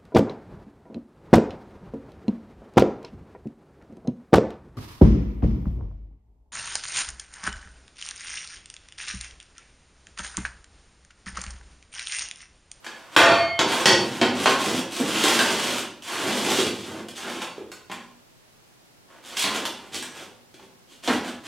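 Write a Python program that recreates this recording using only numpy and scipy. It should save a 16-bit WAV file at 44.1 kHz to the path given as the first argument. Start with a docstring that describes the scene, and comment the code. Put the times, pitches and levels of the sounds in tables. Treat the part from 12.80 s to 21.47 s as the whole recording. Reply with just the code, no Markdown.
"""In a bare, echoing workshop, a metal set square is picked off the rail of a tile saw with a clang,
put down on the saw table and pushed against stone strips: knocks, long gritty slides, later short nudges.
Each knock and slide shakes the table and sets the metal ringing; the later knocks make the stone clink.
A soft hiss lies under it all, and a limiter flattens the hardest blows."""
import sys
import numpy as np
from scipy import signal
from scipy.fft import rfft, irfft
from scipy.io import wavfile
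from scipy.ndimage import uniform_filter1d

SR = 44100
rng = np.random.default_rng(int(sys.argv[2]) if len(sys.argv) > 2 else 0)


def master_out(mix):
    """Clip the mix to full scale and print it as 16-bit PCM to the path in sys.argv[1]."""
    frames = np.transpose(np.atleast_2d(mix))
    ceiling = np.clip(frames, -1, 1)
    pcm = np.round(ceiling * 32767).astype(np.int16)
    wavfile.write(sys.argv[1], SR, pcm)


N = 382347
TIME = np.arange(N) / SR


def from_db(db):
    """Turn decibels (dB) into a number to multiply a sound by."""
    return 10 ** (np.asarray(db) / 20)


def rms_one(x):
    """Scale a sound so that its average power is 1."""
    return x / np.sqrt(np.mean(x ** 2) + 1e-20)


def at_hz(points, hz):
    """Read between the rows of a (frequency, value) table, giving each octave equal room."""
    row_hz, values = np.transpose(points)
    return np.interp(np.log(np.maximum(hz, 1)), np.log(row_hz), values)


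def drift(rate):
    """A random curve around zero that heads for a new value `rate` times a second."""
    return np.interp(TIME * rate, np.arange(8192), rng.standard_normal(8192))


def fade(age, t60):
    """A dying away: t60, the fade time, is the seconds it takes to drop by 60 dB."""
    return np.exp(-np.log(1000) * age / t60)


def ring(force, hz, t60):
    """Each push starts a pure tone that dies away."""
    keep, turn = from_db(-60 / (t60 * SR)), 2 * np.pi * hz / SR
    return signal.lfilter([0, np.sin(turn)], [1, -2 * keep * np.cos(turn), keep * keep], force + 1e-18)


def resonate(x, hz, width_hz):
    """Let through only a narrow band around one pitch."""
    keep, turn = np.exp(-np.pi * width_hz / SR), 2 * np.pi * hz / SR
    feed = (1 - keep * keep) / 2 * np.array([1, 0, -1])
    return signal.lfilter(feed, [1, -2 * keep * np.cos(turn), keep * keep], x)


def colour(x, spectrum, peaks=(), size=16384):
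    """Give a sound a smooth balance of lows and highs, with ringing peaks on top."""
    hz = np.arange(size // 2 + 1) * SR / size
    lift = 1 + sum(from_db(db) / (1 + (2 * (hz - centre) / width) ** 2) for centre, width, db in peaks)
    # these two steps build a filter that rings after a hit, never before it
    cepstrum = irfft(np.log(from_db(at_hz(spectrum, hz)) * lift))
    response = irfft(np.exp(rfft(2 * cepstrum[:size // 2], size)))
    return signal.fftconvolve(x, response / np.linalg.norm(response))[:N]


def shade(x, zone_db, edges_hz=(500, 2200, 6000)):
    """Set the levels of four zones, from low to high: thump, body, clack and tick."""
    out = 0
    for edge, db in zip(edges_hz, zone_db):
        low = np.tile(signal.butter(2, edge, "low", fs=SR, output="sos"), (2, 1))
        high = np.tile(signal.butter(2, edge, "high", fs=SR, output="sos"), (2, 1))
        out = signal.sosfilt(low, out + x * from_db(db) + 1e-18)
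        x = signal.sosfilt(high, x + 1e-18)
    return out + x * from_db(zone_db[-1])


def hiss(level_db, side_db):
    """A steady background hiss, spread wide between left and right."""
    # The tone of the hiss. Each row: frequency in Hz, level in dB.
    spectrum = [(18, -29), (30, -6.5), (44, -13), (55, -20.5), (123, -4.5), (148, -8), (767, -13.5),
                (1360, -17.5), (5310, -22), (11900, -28.5), (15500, -31)]
    mid, side = (colour(rng.standard_normal(N), spectrum) for _ in range(2))
    return from_db(level_db) * (mid + from_db(side_db) * side * [[1], [-1]])


def strokes(ease_db_per_s=17.5):
    """The hand pushes the square in long drags and in short scrapes that ease off as they go."""
    # Long drags, one list each. Each row: time in seconds, friction in dB, low judder in dB,
    # high sharpness in dB.
    drags = [
        [(2.09, -40, 5, 3), (2.162, -39, -2, 9.5), (2.208, -33, 8, -2), (2.398, -28.5, -4, 6),
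         (2.472, -24.5, -2, 4), (2.644, -27.5, -3, 0), (2.804, -31.5, 5.5, 4.5), (3.0, -33.5, 0.5, 1.5)],
        [(3.215, -60, -2, 4), (3.225, -46.5, -3, 9.5), (3.295, -32, -8, -1), (3.497, -28, 5, 0),
         (3.641, -35, 8.5, 3.5), (3.677, -26.5, 6, 1), (3.787, -30.5, 4, 8), (3.92, -44.5, 7.5, 0.5)],
        [(4.35, -41, 2, 19.5), (4.394, -37.5, -15, -4.5), (4.428, -42, -2, 4), (4.454, -29, -6, -11),
         (4.508, -38, 5, 0), (4.6, -41, 2, -2), (4.62, -30, -6, -4), (4.66, -39.5, -19, -8)],
        [(6.42, -49, -5, 5.5), (6.562, -39.5, -7, 0), (6.572, -35.5, -7, 12), (6.628, -33.5, -13, 13.5),
         (6.676, -27.5, -5.5, -12), (6.726, -35, 2, -4.5), (6.756, -30, -7.5, -0.5), (6.84, -38, 3.5, -4)],
    ]
    # Short scrapes. Each row: start and length in seconds, then friction, judder and sharpness in dB.
    scrapes = [(0.017, 0.29, -44.5, -17, -7.5), (0.307, .045, -41.5, -12, -1.5),
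               (0.355, 0.24, -43.5, -11, 4), (.8, 0.028, -26, 2, -21), (0.863, 0.17, -24.5, -6.5, -2.5),
               (1.173, 0.31, -36.5, 6, -0.5), (1.53, 0.15, -31.5, 5.5, 2), (1.668, 0.054, -23, -9, -6),
               (1.77, 0.22, -30, 6.5, 2.5), (3.928, 0.13, -45, 1, 5), (4.057, .14, -40, 7, -4.5),
               (4.742, 0.048, -50.5, 10, -5), (6.275, 0.11, -49, -8, -10), (6.94, 0.22, -49, 1.5, -4),
               (7.116, 0.055, -42.5, 2.5, 13.5), (7.213, 0.22, -50.5, 2, -3.5),
               (7.332, 0.087, -45.5, 2.5, 1), (7.773, 0.063, -57.5, 12.5, 2.5), (8.07, .08, -62, 11, 11),
               (8.223, 0.13, -40, 2.5, 7), (8.428, 0.061, -35, -1.5, -3.5), (8.63, .04, -40.5, 0, 3.5)]
    eased = [[(start, db, judder, sharp), (start + length, db - ease_db_per_s * length, judder, sharp)]
             for start, length, db, judder, sharp in scrapes]
    return list(drags) + eased


def slide_force(grains_per_s, size_spread_db, rub_db, bite_s, stop_db_per_s, tail_samples=8192):
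    """Grit cracks under the sliding edge over a fine rub; the edge catches and lets go unevenly."""
    grain_db = size_spread_db * np.minimum(rng.exponential(1, N), 4)
    grains = from_db(grain_db) * rng.choice([-1, 1], N)
    grit = rms_one(grains * (rng.random(N) < grains_per_s / SR))
    rub = from_db(rub_db) * rng.standard_normal(N)
    catch_db = 1.5 * drift(rate=65)
    force = rms_one((grit + rub) * from_db(catch_db))
    patches_db = 2.0 * drift(rate=93)   # finer and coarser grit changes the very top
    swing_db = 2.5 * drift(rate=22)   # the judder comes and goes
    out = np.zeros(N)
    for stroke in strokes():
        times, *columns = np.transpose(stroke)
        span = slice(int(times[0] * SR), int(times[-1] * SR) + tail_samples)
        t = TIME[span]
        friction_db, judder_db, sharp_db = (np.interp(t, times, column) for column in columns)
        # every stroke bites softly and dies away when the hand stops
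        bite = np.clip((t - times[0]) / bite_s, 0, 1)
        strength = bite * from_db(friction_db - stop_db_per_s * np.maximum(t - times[-1], 0))
        zone_db = (judder_db + swing_db[span], 0, sharp_db, sharp_db + patches_db[span])
        out[span] += shade(force[span] * strength, zone_db)
    return out


def saw_table(force):
    """The table, its tray and the strips on it turn knocks and rubbing into sound."""
    # The overall tone of the loaded table. Each row: frequency in Hz, level in dB.
    spectrum = [(30, -47), (60, -39.5), (88, -14.5), (160, -9.5), (240, -1.5), (380, -4), (480, -3.5),
                (1400, -8), (2200, -9), (3200, -7), (4400, -13), (8600, -18), (12000, -27.5), (16000, -36)]
    # Pitches that the tray and strips favour. Each row: pitch in Hz, width in Hz, strength in dB.
    tray_peaks = [(86, 7, -7), (239, 19, -4.5), (324.5, 7.8, 3), (347, 18, -1.5), (383.5, 11, 3.5),
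                  (920, 100, -13.5), (1074, 30, -4), (1425, 78, -7.5), (1586, 48, -8), (3330, 77, -14)]
    return colour(force, spectrum, tray_peaks)


def metal_ring(force):
    """The square rings at every touch: freely while held by one end, less once the hand lies on it."""
    # How freely it rings. Each row: time in seconds, level in dB.
    freedom = [(1.4, 2), (2.1, -1.5)]
    # The metal's own tones. Each row: pitch in Hz, level in dB, fade time in seconds.
    tones = [(392.6, -44.5, 0.68), (684, -46, 0.19), (834, -50.5, 0.25), (1244, -53, 0.72),
             (2760, -55, .35), (3380, -51, 0.61), (3817, -58.5, .4), (4270, -63.5, .4), (4520, -39, 0.36),
             (5250, -53.5, .4), (5770, -57.5, 0.46), (5880, -49.5, 0.4), (6660, -68.5, 0.54),
             (7472, -59.5, .45), (8700, -61, 0.73)]
    push = force * from_db(np.interp(TIME, *np.transpose(freedom)))
    return sum(from_db(db) * ring(push, hz, t60) for hz, db, t60 in tones)


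def knock_force(chatter_s, chatter_db, settle_s, heavy_db, size=8192):
    """A knock is a sharp hit with tiny bounces and the struck spot's note, then a dull settling."""
    # Knocks of metal and stone. Each row: start in seconds, force in dB, thump, clack and tick in dB,
    # the struck spot's pitch in Hz, its strength in dB.
    knocks = [(.045, -43, -23, 3, 3, 1700, 6), (0.065, -36.5, -5, 2, -4, 1670, 14),
              (.364, 6, -8, -7, -11.5, 1540, 4), (.791, -19, 3, 6, -7, 3400, 0.5),
              (1.057, -7.5, -0.5, 4, -4, 5480, 7.5), (1.414, -17, 7, 1, -12.5, 515, -12),
              (1.658, -13.5, -2, 0, -17, 1060, 7), (2.2, -32, 14, -11, 6, 256, 6.5),
              (2.438, -20.5, 0, -10, 2, 1040, -1), (2.591, -24, 1, 7.5, 5, 1570, 13.5),
              (3.223, -47.5, -2, -1, 10, 3100, 14.5), (3.786, -31, 4.5, 11.5, -12, 355, 14),
              (3.866, -36.5, 7, 10, 8, 88, 17), (4.285, -46, 9, 9.5, 11.5, 3200, -7),
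              (4.619, -33.5, -7, 0.5, -4, 200, 7), (4.78, -46, 11.5, -10, -16, 418, 13),
              (4.917, -38.5, -8, 0.5, 3, 7000, 0), (5.098, -35, -8.5, -7, -17, 155, 18),
              (5.115, -30, -12, -3, -4.5, 1010, 1.5), (6.569, -37.5, -13, 15.5, 11, 3170, -7),
              (6.641, -28.5, 2, 9, -15, 3900, 7.5), (6.853, -31, -5, 6.5, 8, 875, 4),
              (7.226, -35, -20, 0, 4.5, 8400, 8), (7.742, -57, 11.5, 10.5, 9.5, 360, 4.5),
              (7.795, -50, -7, -3, -11, 860, 9.5), (8.276, -25, 4, 4, -7, 760, 10),
              (8.283, -21, -1, -25, -23, 244, 7.5)]
    force, age = np.zeros(N + 2 * size), np.arange(size) / SR
    click = signal.unit_impulse(size)
    for start, db, thump_db, clack_db, tick_db, spot_hz, spot_db in knocks:
        note = from_db(spot_db) * resonate(click, spot_hz, width_hz=42 + 0.041 * spot_hz)
        hit = (start, db, (thump_db, 0, clack_db, tick_db))
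        # a heavy knock tips the piece, which drops back; light knocks hardly do
        settle_db = -17 + 2 * min(db - heavy_db, 0)
        settle = (start + settle_s, settle_db, (0.5, 1.5, -19.5, -18.5))
        for when, level_db, zone_db in (hit, settle):
            bounces = rng.standard_normal(size) * np.exp(-age / chatter_s)
            blow = click + from_db(chatter_db) * bounces / np.linalg.norm(bounces)
            at = round(when * SR)
            force[at:at + size] += from_db(level_db) * shade(blow / np.linalg.norm(blow) + note, zone_db)
    return force[:N]


def rail_clang(strike_s, touchdown_s, damped_t60, waver_db, buzz_db, buzz_t60):
    """The square strikes the rail and rings in the air until it touches the table."""
    # Rail and square ringing together. Each row: pitch in Hz, level in dB, fade time in seconds.
    tones = [(626, -16.5, 0.29), (666, -7.5, 0.45), (677, -6.5, 1.3), (688, -4.5, 0.37), (1174, -6.5, .45),
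             (1110, -10, 0.72), (1204, -8, 0.6), (1383, -7.5, .6), (1699, -13, 0.42), (1818, 0.5, 0.43),
             (2152, -23.5, 3.7), (2416, -13, .55), (2750, -10.5, 0.49), (3106, -25, 6.4),
             (3400, -16.5, .54), (4170, -23.5, .5), (4480, -25, 1.8), (5950, -19, 0.43),
             (6546, -27.5, 0.56), (7080, -16, 0.22), (7919, -28.5, .45)]
    blow = signal.unit_impulse(N, round(strike_s * SR))
    damping = fade(np.maximum(TIME - touchdown_s, 0), damped_t60)
    # at first the square still buzzes against the rail, which roughens every tone
    buzz = from_db(buzz_db) * fade(np.maximum(TIME - strike_s, 0), buzz_t60)
    out = 0
    for hz, db, t60 in tones:
        waver = from_db(waver_db * drift(rate=34))   # the hand turns the square
        roughness = np.sqrt(1 - buzz ** 2) + buzz * drift(rate=110)
        out += from_db(db) * waver * roughness * ring(blow, hz, t60)
    return damping * out


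def stone_clink(force, from_s):
    """Once the square has come up against the stone strips, each knock makes them ring too."""
    # The strips' own tones. Each row: pitch in Hz, level in dB, fade time in seconds.
    tones = [(1036, -40.5, 0.32), (1670, -43.5, .45), (2190, -41, 0.43), (3510, -44.5, 0.44)]
    return sum(from_db(db) * ring(force * (TIME > from_s), hz, t60) for hz, db, t60 in tones)


def room_tail(build_s, size=36000):
    """The workshop's answer to one click: a blur of echoes, shorter and wider in the treble."""
    # How long the echo lasts. Each row: frequency in Hz, fade time in seconds.
    fade_times = [(100, 1), (260, 0.58), (700, 0.59), (1840, 0.4957), (4850, 0.47), (12800, 0.28)]
    # How wide the echo is. Each row: frequency in Hz, level of the sides against the middle in dB.
    widths = [(60, -20), (250, -28.5), (600, -20), (2200, -24), (4500, -13), (9000, -4), (15000, -7.5)]
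    age, hz = np.arange(size) / SR, np.arange(size // 2 + 1) * SR / size
    noise_spectrum = rfft(rng.standard_normal((2, size)))
    edges = np.r_[0, np.geomspace(100, SR / 2, 25)]
    build_up = 1 - np.exp(-age / build_s)
    tail = np.zeros((2, size))
    for low, high in zip(edges, edges[1:]):
        centre, inside = (low + high) / 2, (hz >= low) & (hz < high)
        band = irfft(noise_spectrum * inside, size) * fade(age, at_hz(fade_times, centre)) * build_up
        mid, side = band * np.sqrt(inside.mean()) / np.linalg.norm(band, axis=1, keepdims=True)
        tail += mid + from_db(at_hz(widths, centre)) * side * [[1], [-1]]
    return tail


def in_room(x, tails, direct_db, echo_db, move_rate):
    """Direct sound plus an echo that shifts as the touched spot and the person beside it move."""
    shares = np.array([drift(move_rate) for _ in tails])
    shares /= np.linalg.norm(shares, axis=0)
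    echo = sum(signal.fftconvolve((share * x)[None], tail, axes=1)[:, :N]
               for share, tail in zip(shares, tails))
    return from_db(direct_db) * x + from_db(echo_db) * echo


def limiter(x, threshold_db, slope, attack_s, release_db_per_s):
    """Turn the sound down when it gets too loud, then quickly back up."""
    power = uniform_filter1d(np.mean(x ** 2, axis=0), int(attack_s * SR))
    over_db = np.maximum(10 * np.log10(np.maximum(power, 1e-12)) - threshold_db, 0)
    recovery_db = release_db_per_s * TIME
    held_db = np.maximum.accumulate(over_db + recovery_db) - recovery_db
    return x * from_db(-slope * uniform_filter1d(held_db, size=64))


def scene():
    """Knocks and slides shake the table and the metal; all of it echoes in the workshop."""
    knocks = from_db(33.5) * knock_force(chatter_s=0.0084, chatter_db=9.5, settle_s=.016, heavy_db=-19)
    slides = from_db(6) * slide_force(grains_per_s=1400, size_spread_db=4, rub_db=-4,
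                                      bite_s=0.028, stop_db_per_s=450)
    table = saw_table(knocks + slides)
    ringing = metal_ring(from_db(-6.5) * knocks + from_db(-20.5) * slides)
    ringing += rail_clang(strike_s=.364, touchdown_s=.791, damped_t60=.12,
                          waver_db=3, buzz_db=-1, buzz_t60=1.2)
    ringing += stone_clink(from_db(-4.5) * knocks, from_s=4.5)
    tails = [room_tail(build_s=.002) for _ in range(3)]
    sound = in_room(table, tails, direct_db=-7.5, echo_db=-3.5, move_rate=12)
    sound += in_room(ringing, tails, direct_db=-8, echo_db=-6.5, move_rate=8)
    sound += hiss(level_db=-59, side_db=1)
    return sound * from_db([[-.4], [.4]])   # a little louder on the right


def record(dry):
    """Flatten the hardest blows, round off the peaks and cut the very highest treble."""
    limited = limiter(dry, threshold_db=-14, slope=0.76, attack_s=0.014, release_db_per_s=161)
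    rounded = 1.3 * np.tanh(limited / 1.3)
    top_cut = signal.ellip(12, .1, 80, 15900, fs=SR, output="sos")
    return signal.sosfilt(top_cut, rounded)


dry = scene()
out = record(dry)
master_out(out)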